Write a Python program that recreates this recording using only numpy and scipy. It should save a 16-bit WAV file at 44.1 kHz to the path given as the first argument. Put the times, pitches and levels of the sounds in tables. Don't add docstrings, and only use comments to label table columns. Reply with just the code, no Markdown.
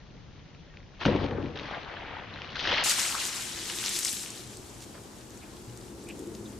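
import sys
import numpy as np
from scipy import signal
from scipy.fft import rfft, irfft, next_fast_len
from scipy.io import wavfile
from scipy.ndimage import uniform_filter1d, map_coordinates

SR = 44100
rng = np.random.default_rng(int(sys.argv[2]) if len(sys.argv) > 2 else 0)


def log_audio(samples):
    frames = np.atleast_2d(samples).T
    limited = np.clip(frames, -1, 1)
    pcm = np.round(limited * 32767).astype(np.int16)
    wavfile.write(sys.argv[1], SR, pcm)


N = 290971

SWITCH = 2.838
DROP_LEFT_DB = 3


def amp(db):
    return 10 ** (np.asarray(db) / 20)


def unit(x):
    return x / np.sqrt(np.mean(x ** 2) + 1e-20)


def along(points, hz):
    f, value = np.transpose(points)
    return np.interp(np.log(hz + 1), np.log(f + 1), value)


def curves(rows):
    s, *columns = np.transpose(rows)
    t = np.arange(N) / SR
    return [np.interp(t, s, column) for column in columns]


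def wobble(rate):
    knots = rng.standard_normal(int(N * rate / SR) + 4)
    return map_coordinates(knots, [np.arange(N) * rate / SR])


def filtered(x, response):
    m = next_fast_len(N + SR // 2)
    hz = np.fft.rfftfreq(m, 1 / SR)
    return irfft(rfft(x, m) * response(hz), m)[..., :N]


def modes(table):
    def response(f):
        total = 0
        for k, (center, width, db) in enumerate(table):
            resonance = 1j * f * width / (center * center - f * f + 1j * f * width)
            total = total + (-1) ** k * amp(db) * resonance
        return total
    return response


def rush(gain, alike, patchy_db):
    z = signal.stft(rng.standard_normal((2, N)), nperseg=256)[2]
    field = uniform_filter1d(rng.standard_normal(z.shape[1:]), 5, 0)
    field = uniform_filter1d(field, 6, 1)
    pair = signal.istft(z * amp(patchy_db * unit(field)), nperseg=256)[1][:, :N]

    def mid_side_gain(hz):
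        angle = np.arccos(np.clip(along(alike, hz), -1, 1)) / 2
        return gain(hz) * np.array([np.cos(angle), np.sin(angle)])

    mid, side = filtered(pair, mid_side_gain)
    return unit(np.array([mid + side, mid - side]))


def pings(s, db, hz, pan_db, cycles, size=200):
    n = np.arange(size)
    u = n / SR * hz[:, None]
    decay = np.exp(-u / np.reshape(cycles, (-1, 1)))
    shape = (1 - np.exp(-u / 0.28)) * decay * (1 - n / size)
    wave = amp(db)[:, None] * np.sin(2 * np.pi * u * (1 + 0.0071 * u)) * shape
    at = (np.round(s * SR).astype(int)[:, None] + n).ravel()
    channels = []
    for side in (1, -1):
        panned = wave * amp(side * pan_db / 2)[:, None]
        channels.append(np.bincount(at, panned.ravel(), N + size)[:N])
    return np.array(channels)


def air(spectrum, db):
    # (frequency [Hz], likeness [-1 to 1])
    air_alike = [(60, 0.94), (290, 0.42), (640, 0.31), (3000, 0.02)]
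    noise = rush(lambda f: amp(along(spectrum, f)), air_alike, patchy_db=0.8)
    return amp(db + 0.28 * wobble(2.6)) * noise * amp([[.9], [-.9]])


def bird():
    # (time [s], length [s], start pitch [Hz], end pitch [Hz], level [dB])
    chirps = [(0, 0.024, 1810, 1830, -60), (.612, 0.048, 1840, 1850, -63),
              (0.687, 0.052, 1880, 1830, -57.5)]
    out = np.zeros(N)
    for s, length, from_hz, to_hz, db in chirps:
        u = np.arange(round(length * SR)) / (length * SR)
        phase = 2 * np.pi * np.cumsum(from_hz + (to_hz - from_hz) * u) / SR
        out[round(s * SR):][:len(u)] += amp(db) * np.sin(np.pi * u) * np.sin(phase)
    return out


def drops():
    # (time [s], level [dB], ring pitch [Hz])
    single_drops = [(0.5487, -36, 2450), (.691, -46, 2270), (.7003, -42, 3050), (0.7396, -39, 1670),
                    (.7446, -41, 2090), (0.772, -28.5, 2380), (0.8035, -38.5, 1950), (.8304, -39, 2110),
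                    (.9473, -46, 2520), (.9856, -39, 3020), (1.0137, -34, 1860), (1.054, -8, 1450),
                    (1.2148, -39, 1890), (1.238, -35, 1780), (1.2636, -24, 2600), (1.2865, -33, 3200),
                    (1.336, -38, 1900), (1.3747, -35, 2440), (1.3778, -33, 2000), (1.4276, -29.5, 2700),
                    (1.459, -28, 2400), (1.463, -30, 2100), (1.4844, -33, 2330), (1.5364, -38, 2230),
                    (1.56, -27, 1850), (1.564, -29, 2900), (1.5742, -23, 3300), (1.5894, -21.5, 3660),
                    (1.5965, -30, 3000), (1.7116, -28, 890), (1.941, -28, 1540), (1.833, -28, 3800),
                    (1.848, -28, 3800), (2.186, -28.5, 3600), (2.3604, -26, 1590), (2.4192, -19, 2890),
                    (2.446, -23.5, 2520), (2.555, -25.5, 1520), (2.594, -14.5, 3100), (2.6001, -15.5, 2880),
                    (2.637, -18.5, 3110), (2.6531, -13.5, 1650), (2.6598, -17, 2370), (2.674, -10, 1710),
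                    (2.6777, -17, 2880), (2.69, -13, 2840), (2.718, -14, 1450), (2.747, -15, 1700),
                    (2.7564, -20, 2240), (2.7794, -14, 2360), (2.7826, -10, 2580), (2.8094, -15, 3030),
                    (2.8276, -20, 2610), (2.913, -15, 4400), (2.9184, -7.5, 5300), (2.9962, -11.5, 5250),
                    (3.004, -12.5, 5310), (3.0331, -16.5, 5220), (3.0615, -17.5, 6430), (3.2535, -11, 6640),
                    (3.787, -17, 3630), (3.814, -22, 2700), (3.84, -17, 3160), (3.8616, -8, 5370),
                    (3.8706, -16, 5510), (3.8822, -14, 3420), (3.8928, -10, 7660), (3.944, -18, 5650),
                    (3.9693, -13.5, 6540), (3.9904, -13, 6500), (4.0281, -19, 6120), (4.032, -13, 6500),
                    (4.0486, -13, 6600), (4.064, -16.5, 6500), (4.0706, -11.5, 8000), (4.085, -14.5, 3970),
                    (4.09, -15.5, 4400), (4.0954, -17, 6080), (4.1297, -11.5, 9200), (4.169, -19.5, 3780),
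                    (4.1865, -20, 6550), (4.196, -21, 5000), (4.203, -21, 6840), (4.212, -23.5, 7100),
                    (4.223, -23, 7760), (4.2335, -22, 8120), (4.261, -24.5, 2780), (4.274, -24, 7500),
                    (4.3048, -17.5, 7600), (4.4748, -26.5, 7500), (4.571, -23.5, 7860), (5.2112, -35, 4910),
                    (5.306, -31, 6530), (5.3754, -30, 6960), (5.569, -35, 4300), (5.775, -28, 7800),
                    (5.813, -34, 4730), (6.241, -41, 3800)]
    ring_cycles, snap_cycles = 1.42, 1
    snap_db, snap_over = -4.5, 1.6
    s, db, hz = np.transpose(single_drops)
    pan_db = np.full(len(s), DROP_LEFT_DB)
    ring = pings(s, db, hz, pan_db, ring_cycles, size=400)
    snap_hz = np.minimum(hz * snap_over, SR / 3)
    snap = pings(s, db + snap_db, snap_hz, pan_db, snap_cycles, size=100)
    return ring + snap


def scuffs():
    # (time [s], level [dB], center [Hz], length [s], half width of the band [Hz])
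    rubs = [(0.76, -63.5, 2400, 0.073, 600), (2.56, -45.5, 5620, 0.32, 905), (2.654, -35, 3140, 0.2, 300),
            (3.062, -44, 1220, 0.22, 350), (4.8, -46.5, 6000, 0.064, 5970), (4.935, -51, 900, 0.08, 900),
            (5.412, -55.5, 2400, 0.044, 350), (6.065, -54.5, 2420, 0.033, 120),
            (6.081, -45, 2570, 0.05, 454), (6.203, -63, 6980, 0.035, 4000), (6.45, -55.5, 3660, 0.042, 450)]
    grit_db = 3.5
    out, t = 0, np.arange(N) / SR
    for s, db, hz, length, width_hz in rubs:
        u = np.clip((t - s) / length, 0, 50)
        hump = (3 * u * np.exp(1 - 3 * u)) ** 2
        noise = rng.standard_normal(N)
        band = unit(filtered(noise, lambda f: 1 / (1 + ((f - hz) / width_hz) ** 2)))
        grit = unit(band * amp(grit_db * wobble(500)))
        out = out + amp(db) * hump * grit
    return out * amp([[-.6], [.6]])


def roof():
    # (time [s], level [dB])
    drum = [(.98, -59), (1.047, -44), (1.06, -26), (1.074, -30.5), (1.08, -26), (1.096, -21), (1.101, -32),
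            (1.125, -25), (1.146, -29), (1.151, -27), (1.17, -30.5), (1.2, -30.5), (1.24, -28.5),
            (1.292, -35.5), (1.31, -34), (1.4, -33.5), (1.495, -37), (1.52, -40.5), (1.6, -43.5),
            (1.9, -51.5), (2.62, -49.5), (2.736, -43.5), (2.83, -51.5)]
    # (frequency [Hz], width [Hz], level [dB])
    panel_modes = [(139, 46, -4.5), (215.8, 13, 0), (267.4, 36, -1.5), (360, 91, -4), (465, 52, -2),
                   (500, 57, -4), (570, 52, -7), (752, 120, -18.5), (948, 48, -17)]
    # (frequency [Hz], width [Hz], level [dB])
    cabin_modes = [(52.7, 5.3, -3.5), (88, 45, -6), (95.7, 5.9, 4.5)]
    # (frequency [Hz], likeness [-1 to 1])
    roof_alike = [(100, .97), (900, .72)]
    # (time [s], strength of the slap [dB])
    slaps = [(1.052, -11.5), (1.06, -3.5), (1.079, -4.5), (1.085, -8), (1.092, -7.5), (1.1487, -3.5),
             (1.159, -6.5), (1.239, -21), (1.309, -17), (1.346, -14), (1.378, -15), (1.49, -26)]
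    boom_db = -5
    slap_force_db = 16.5
    push_db = 10

    panel_db, = curves(drum)
    load = amp(panel_db + 0.43 * wobble(30.25)) * rush(modes(panel_modes), roof_alike, patchy_db=2.0)
    boom = amp(panel_db + boom_db) * rush(modes(cabin_modes), [(70, 1.0)], patchy_db=0.5)
    force, t = np.zeros(N), np.arange(SR // 20) / SR
    for s, db in slaps:
        at = round(s * SR)
        force_db = db + slap_force_db
        burst = amp(force_db - 60 * t / 0.014)
        force[at:][:len(t)] += burst * rng.standard_normal(len(t))
        force[at] += amp(force_db + push_db)
    rung = filtered(force, modes(panel_modes))
    return (load + boom + rung) * amp([[1.7], [-1.7]])


def spatter(sizes, start, end):
    # (time [s], level [dB], tilt that lifts fine and lowers coarse drops [dB])
    water = [(.99, -61, -1.5), (1.015, -35.5, -2), (1.045, -39, -1), (1.062, -32, -4.5), (1.12, -39, -4),
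             (1.25, -41.5, -5.5), (1.37, -49.5, -9.5), (1.47, -49.5, -4.5), (1.552, -51.5, -2),
             (1.558, -44, -1), (1.64, -43, -1), (1.75, -42, -5.5), (1.82, -44, -4.5), (1.84, -47, -3.5),
             (1.9, -46, -6.5), (1.96, -48, -5), (2.18, -49.5, -8.5), (2.3, -50.5, -4), (2.552, -44, 0.5),
             (2.557, -39, 2.5), (2.62, -37, 5), (2.68, -31.5, 0.5), (2.73, -28.5, 0), (2.78, -32, 2.5),
             (2.83, -32, 1), (2.87, -32, 2.5), (2.915, -31, 4), (3.13, -37, 2), (3.4, -41.5, 3.5),
             (3.62, -44.5, 3), (3.84, -41, 6.5), (3.93, -42.5, 6), (4.02, -41, 9), (4.08, -39.5, 9),
             (4.11, -47.5, 13.5), (4.21, -49, 11.5), (4.27, -47.5, 3.5), (4.6, -61, 8), (5.25, -62, 3),
             (6.6, -61, 4.5)]
    # (time [s], level [dB])
    middle = [(1, -1.5), (1.2, -5), (1.4, -5), (1.56, -3), (1.7, -2.2), (1.84, -3), (2, 5), (2.2, 4.5),
              (2.45, 1.5), (2.57, -3), (2.7, -2), (2.83, 1), (2.95, -1.3), (3.2, -0.5), (3.6, 1.3),
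              (3.85, 2.5), (4.05, 1.5), (4.15, 1), (4.3, 1.5), (4.7, 3), (6.6, -3.5)]
    # (frequency [Hz], likeness [-1 to 1])
    water_alike = [(300, 0.59), (1000, 0.76), (2000, 0.55), (6000, 0.56), (12000, 0.36)]
    left_over_right = (5, 1.5, 4)

    out, clump = 0, wobble(16)
    flow_db, finer_db = curves(water)
    middle_db, = curves(middle)
    tilts = (-finer_db, middle_db, finer_db)
    for tilt_db, left_db, size_row in zip(tilts, left_over_right, sizes):
        hz, spread, rate, level_db, patter_db, cycles = size_row
        hiss = rush(lambda f: np.exp(-np.log2((f + 1) / hz) ** 2 / (4 * spread ** 2)),
                    water_alike, patchy_db=2.17)

        normal = rng.standard_normal((6000, 4))
        s = start + np.cumsum(rng.exponential(size=6000)) / rate
        normal, s = normal[s < end], s[s < end]
        size_db = 7 * np.clip(normal[:, 0], -3, 1.7)
        pitch = np.clip(hz * 2 ** (spread * normal[:, 1]), 100, SR / 3)
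        pan_db, ring = 3 * normal[:, 2], cycles * 1.6 ** normal[:, 3]
        patter = pings(s, size_db, pitch, pan_db, ring, size=320)
        patter = unit(patter) * np.sqrt((end - start) * SR / N)

        surge_db = 0.74 * clump + 0.83 * wobble(25.05)
        level = amp(flow_db + tilt_db + level_db + surge_db)
        out = out + level * (hiss + amp(patter_db) * patter) * amp([[left_db / 2], [-left_db / 2]])
    return out


def splats():
    # (time [s], level at the start [dB], center [Hz])
    lumps = [(1.004, -42, 1860), (1.017, -47, 1850), (1.0523, -25, 2480), (1.06, -28, 3380),
             (1.1608, -36, 2480), (1.241, -40, 2840), (1.285, -45, 1830), (1.0779, -31, 900),
             (1.3098, -38.5, 1100), (1.557, -43.5, 2300), (1.573, -38.5, 1850), (1.596, -37.5, 2800),
             (1.711, -41, 2580), (2.5563, -35.5, 1860), (2.5562, -34, 4200), (2.5929, -28.5, 3200),
             (2.673, -25, 3080), (2.717, -32, 3040), (2.774, -26.5, 1990), (2.837, -29, 6400),
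             (2.895, -20.5, 5450), (2.912, -24.5, 5540), (2.998, -27, 7760), (3.699, -30, 3100),
             (3.761, -32.5, 7070), (3.895, -32, 11200), (3.9625, -24.5, 5000), (3.971, -29, 8000),
             (3.9887, -22.5, 9600), (4.049, -21.5, 6660), (4.129, -31, 11100), (5.7734, -48, 7650),
             (6.038, -52, 8300), (6.088, -43, 8500), (6.1924, -44, 7850), (6.2713, -51, 7400),
             (6.35, -41.5, 5000)]
    slow_t60, normal_t60 = 0.041, 0.031
    out, t = np.zeros((2, N + SR)), np.arange(SR // 8) / SR
    for s, db, hz in lumps:
        noise = rng.standard_normal(len(t)) + 0.15 * rng.standard_normal((2, len(t)))
        edges = [hz / 1.4, min(hz * 1.4, SR / 2.2)]
        band = signal.lfilter(*signal.butter(1, edges, "bandpass", fs=SR), noise)
        t60 = slow_t60 if s < SWITCH else normal_t60
        at = round(s * SR)
        out[:, at:at + len(t)] += amp(db - 60 * t / t60) * unit(band)
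    return out[:, :N] * amp([[1.3], [-1.3]])


def bubbles():
    # (time [s], level [dB], pitch [Hz])
    pockets = [(1.312, -34, 1750), (1.333, -33, 1720), (1.644, -42, 566), (1.655, -30, 1880),
               (1.686, -30, 785), (1.697, -32, 1130), (1.7116, -29.5, 765), (1.739, -36, 1100),
               (1.773, -27.5, 623), (1.884, -41, 724), (1.901, -33.5, 1900), (1.939, -33, 790),
               (1.971, -30.5, 1610), (1.995, -35.5, 895), (2.031, -31, 850), (2.07, -39.5, 877),
               (2.083, -35, 2730), (2.11, -34, 855), (2.137, -31, 680), (2.168, -31, 850),
               (2.17, -33.5, 1830), (2.19, -33, 890), (2.568, -23.5, 1440), (2.672, -26, 1740),
               (2.701, -20.5, 2730), (2.728, -23, 530), (2.772, -34.5, 800), (2.824, -30.5, 760),
               (2.861, -28.5, 790), (2.965, -36, 1200), (3.061, -30.5, 1220), (3.151, -22, 1180),
               (3.151, -27.5, 1430), (3.309, -51, 1200), (3.346, -46, 1190)]
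    s, db, hz = np.transpose(pockets)
    return pings(s, db, hz, np.full(len(s), DROP_LEFT_DB), cycles=4, size=1200)


def drone():
    # (time [s], drone level [dB], rumble level [dB])
    vehicles = [(2.84, -51, -54.5), (3.3, -52.5, -54.5), (3.75, -49, -55), (4.24, -52, -56.5),
                (4.47, -50.5, -50), (5.21, -52.5, -53), (5.9, -48, -51.5), (6.25, -40.5, -48),
                (6.6, -46.5, -52.5)]
    # (frequency [Hz], width [Hz], level [dB])
    tyre_modes = [(208, 35, 0.4), (288, 61, -1.5), (346, 39.6, 3), (422, 87, -3.5), (501, 100, -7)]
    # (frequency [Hz], width [Hz], level [dB])
    rumble_modes = [(57, 31, -6.5), (120.4, 10.7, -0.5)]
    drone_db, rumble_db = curves(vehicles)
    hum = rush(modes(tyre_modes), [(100, 0.88), (500, 0.94)], patchy_db=0.1)
    hum = amp(drone_db + 0.2 * wobble(9.8)) * hum
    rumble = amp(rumble_db) * rush(modes(rumble_modes), [(80, 0.95)], patchy_db=2.0)
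    return (hum + rumble) * amp([[1.2], [-1.2]])


def scene():
    # (frequency [Hz], relative level per Hz [dB])
    slow_spectrum = [(15, -23), (25, -2.5), (82, -5), (113, -5), (150, -2), (208, -12), (1650, -33.5),
                     (1890, -35.5), (2680, -33.5), (3230, -37), (6500, -27), (8450, -35), (14300, -120)]
    normal_spectrum = [(88, -16.5), (150, -4.5), (335, -13), (684, -13), (889, -13.5), (1790, -22),
                       (2700, -29.5), (3900, -26.5), (8000, -25.5), (15000, -28.5)]
    # (pitch [Hz], spread [octaves],
    # drops [per s], level [dB], patter against hiss [dB], ring [cycles to fall to 1/e])
    slow_sizes = [(783, 0.65, 250, -4, -6, 3.2), (1946, 0.45, 460, -1.5, -3, 2.2),
                  (3700, 0.37, 1100, -5.5, -2, 1.3)]
    normal_sizes = [(1280, 0.67, 470, -3, -13.5, 2.9), (3475, 0.57, 900, 0, -7, 1.5),
                    (7840, 0.43, 1500, -2.5, -5.5, 1.2)]
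    slow = air(slow_spectrum, db=-49) + roof() + spatter(slow_sizes, 0, SWITCH) + bird()
    normal = air(normal_spectrum, db=-51) + drone() + spatter(normal_sizes, SWITCH, N / SR)
    background = np.where(np.arange(N) < SWITCH * SR, slow, normal)
    return background + splats() + drops() + bubbles() + scuffs()


def record(dry):
    # (frequency [Hz], lead of the left [radians])
    port_phase = [(8000, 0.094), (12000, -0.97), (15300, -.8)]
    # (frequency [Hz], gain [dB])
    slow_mic = [(20, -1.5), (2600, -1.3), (3300, 1), (4200, -0.9), (6000, -6.5), (6500, -10), (6900, -16.5),
                (7200, -28.5)]
    normal_mic = [(20, -4), (60, -0.5), (6300, 0.88), (7600, 2), (9000, -1), (12000, -3.5), (14000, -5),
                  (15700, -21)]
    slow_top_hz, top_hz = 7250, 15760
    t = np.arange(N) / SR
    dry = filtered(dry, lambda f: np.exp(np.outer([.5j, -.5j], along(port_phase, f))))
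    slow = filtered(dry, lambda f: amp(along(slow_mic, f)) * (f < slow_top_hz))
    normal = filtered(dry, lambda f: amp(along(normal_mic, f)))
    fade_out = np.clip((SWITCH - .002 - t) / .001, 0, 1)
    joined = slow * fade_out + normal * (t >= SWITCH)
    return filtered(joined, lambda f: f < top_hz)


dry = scene()
out = record(dry)
log_audio(out)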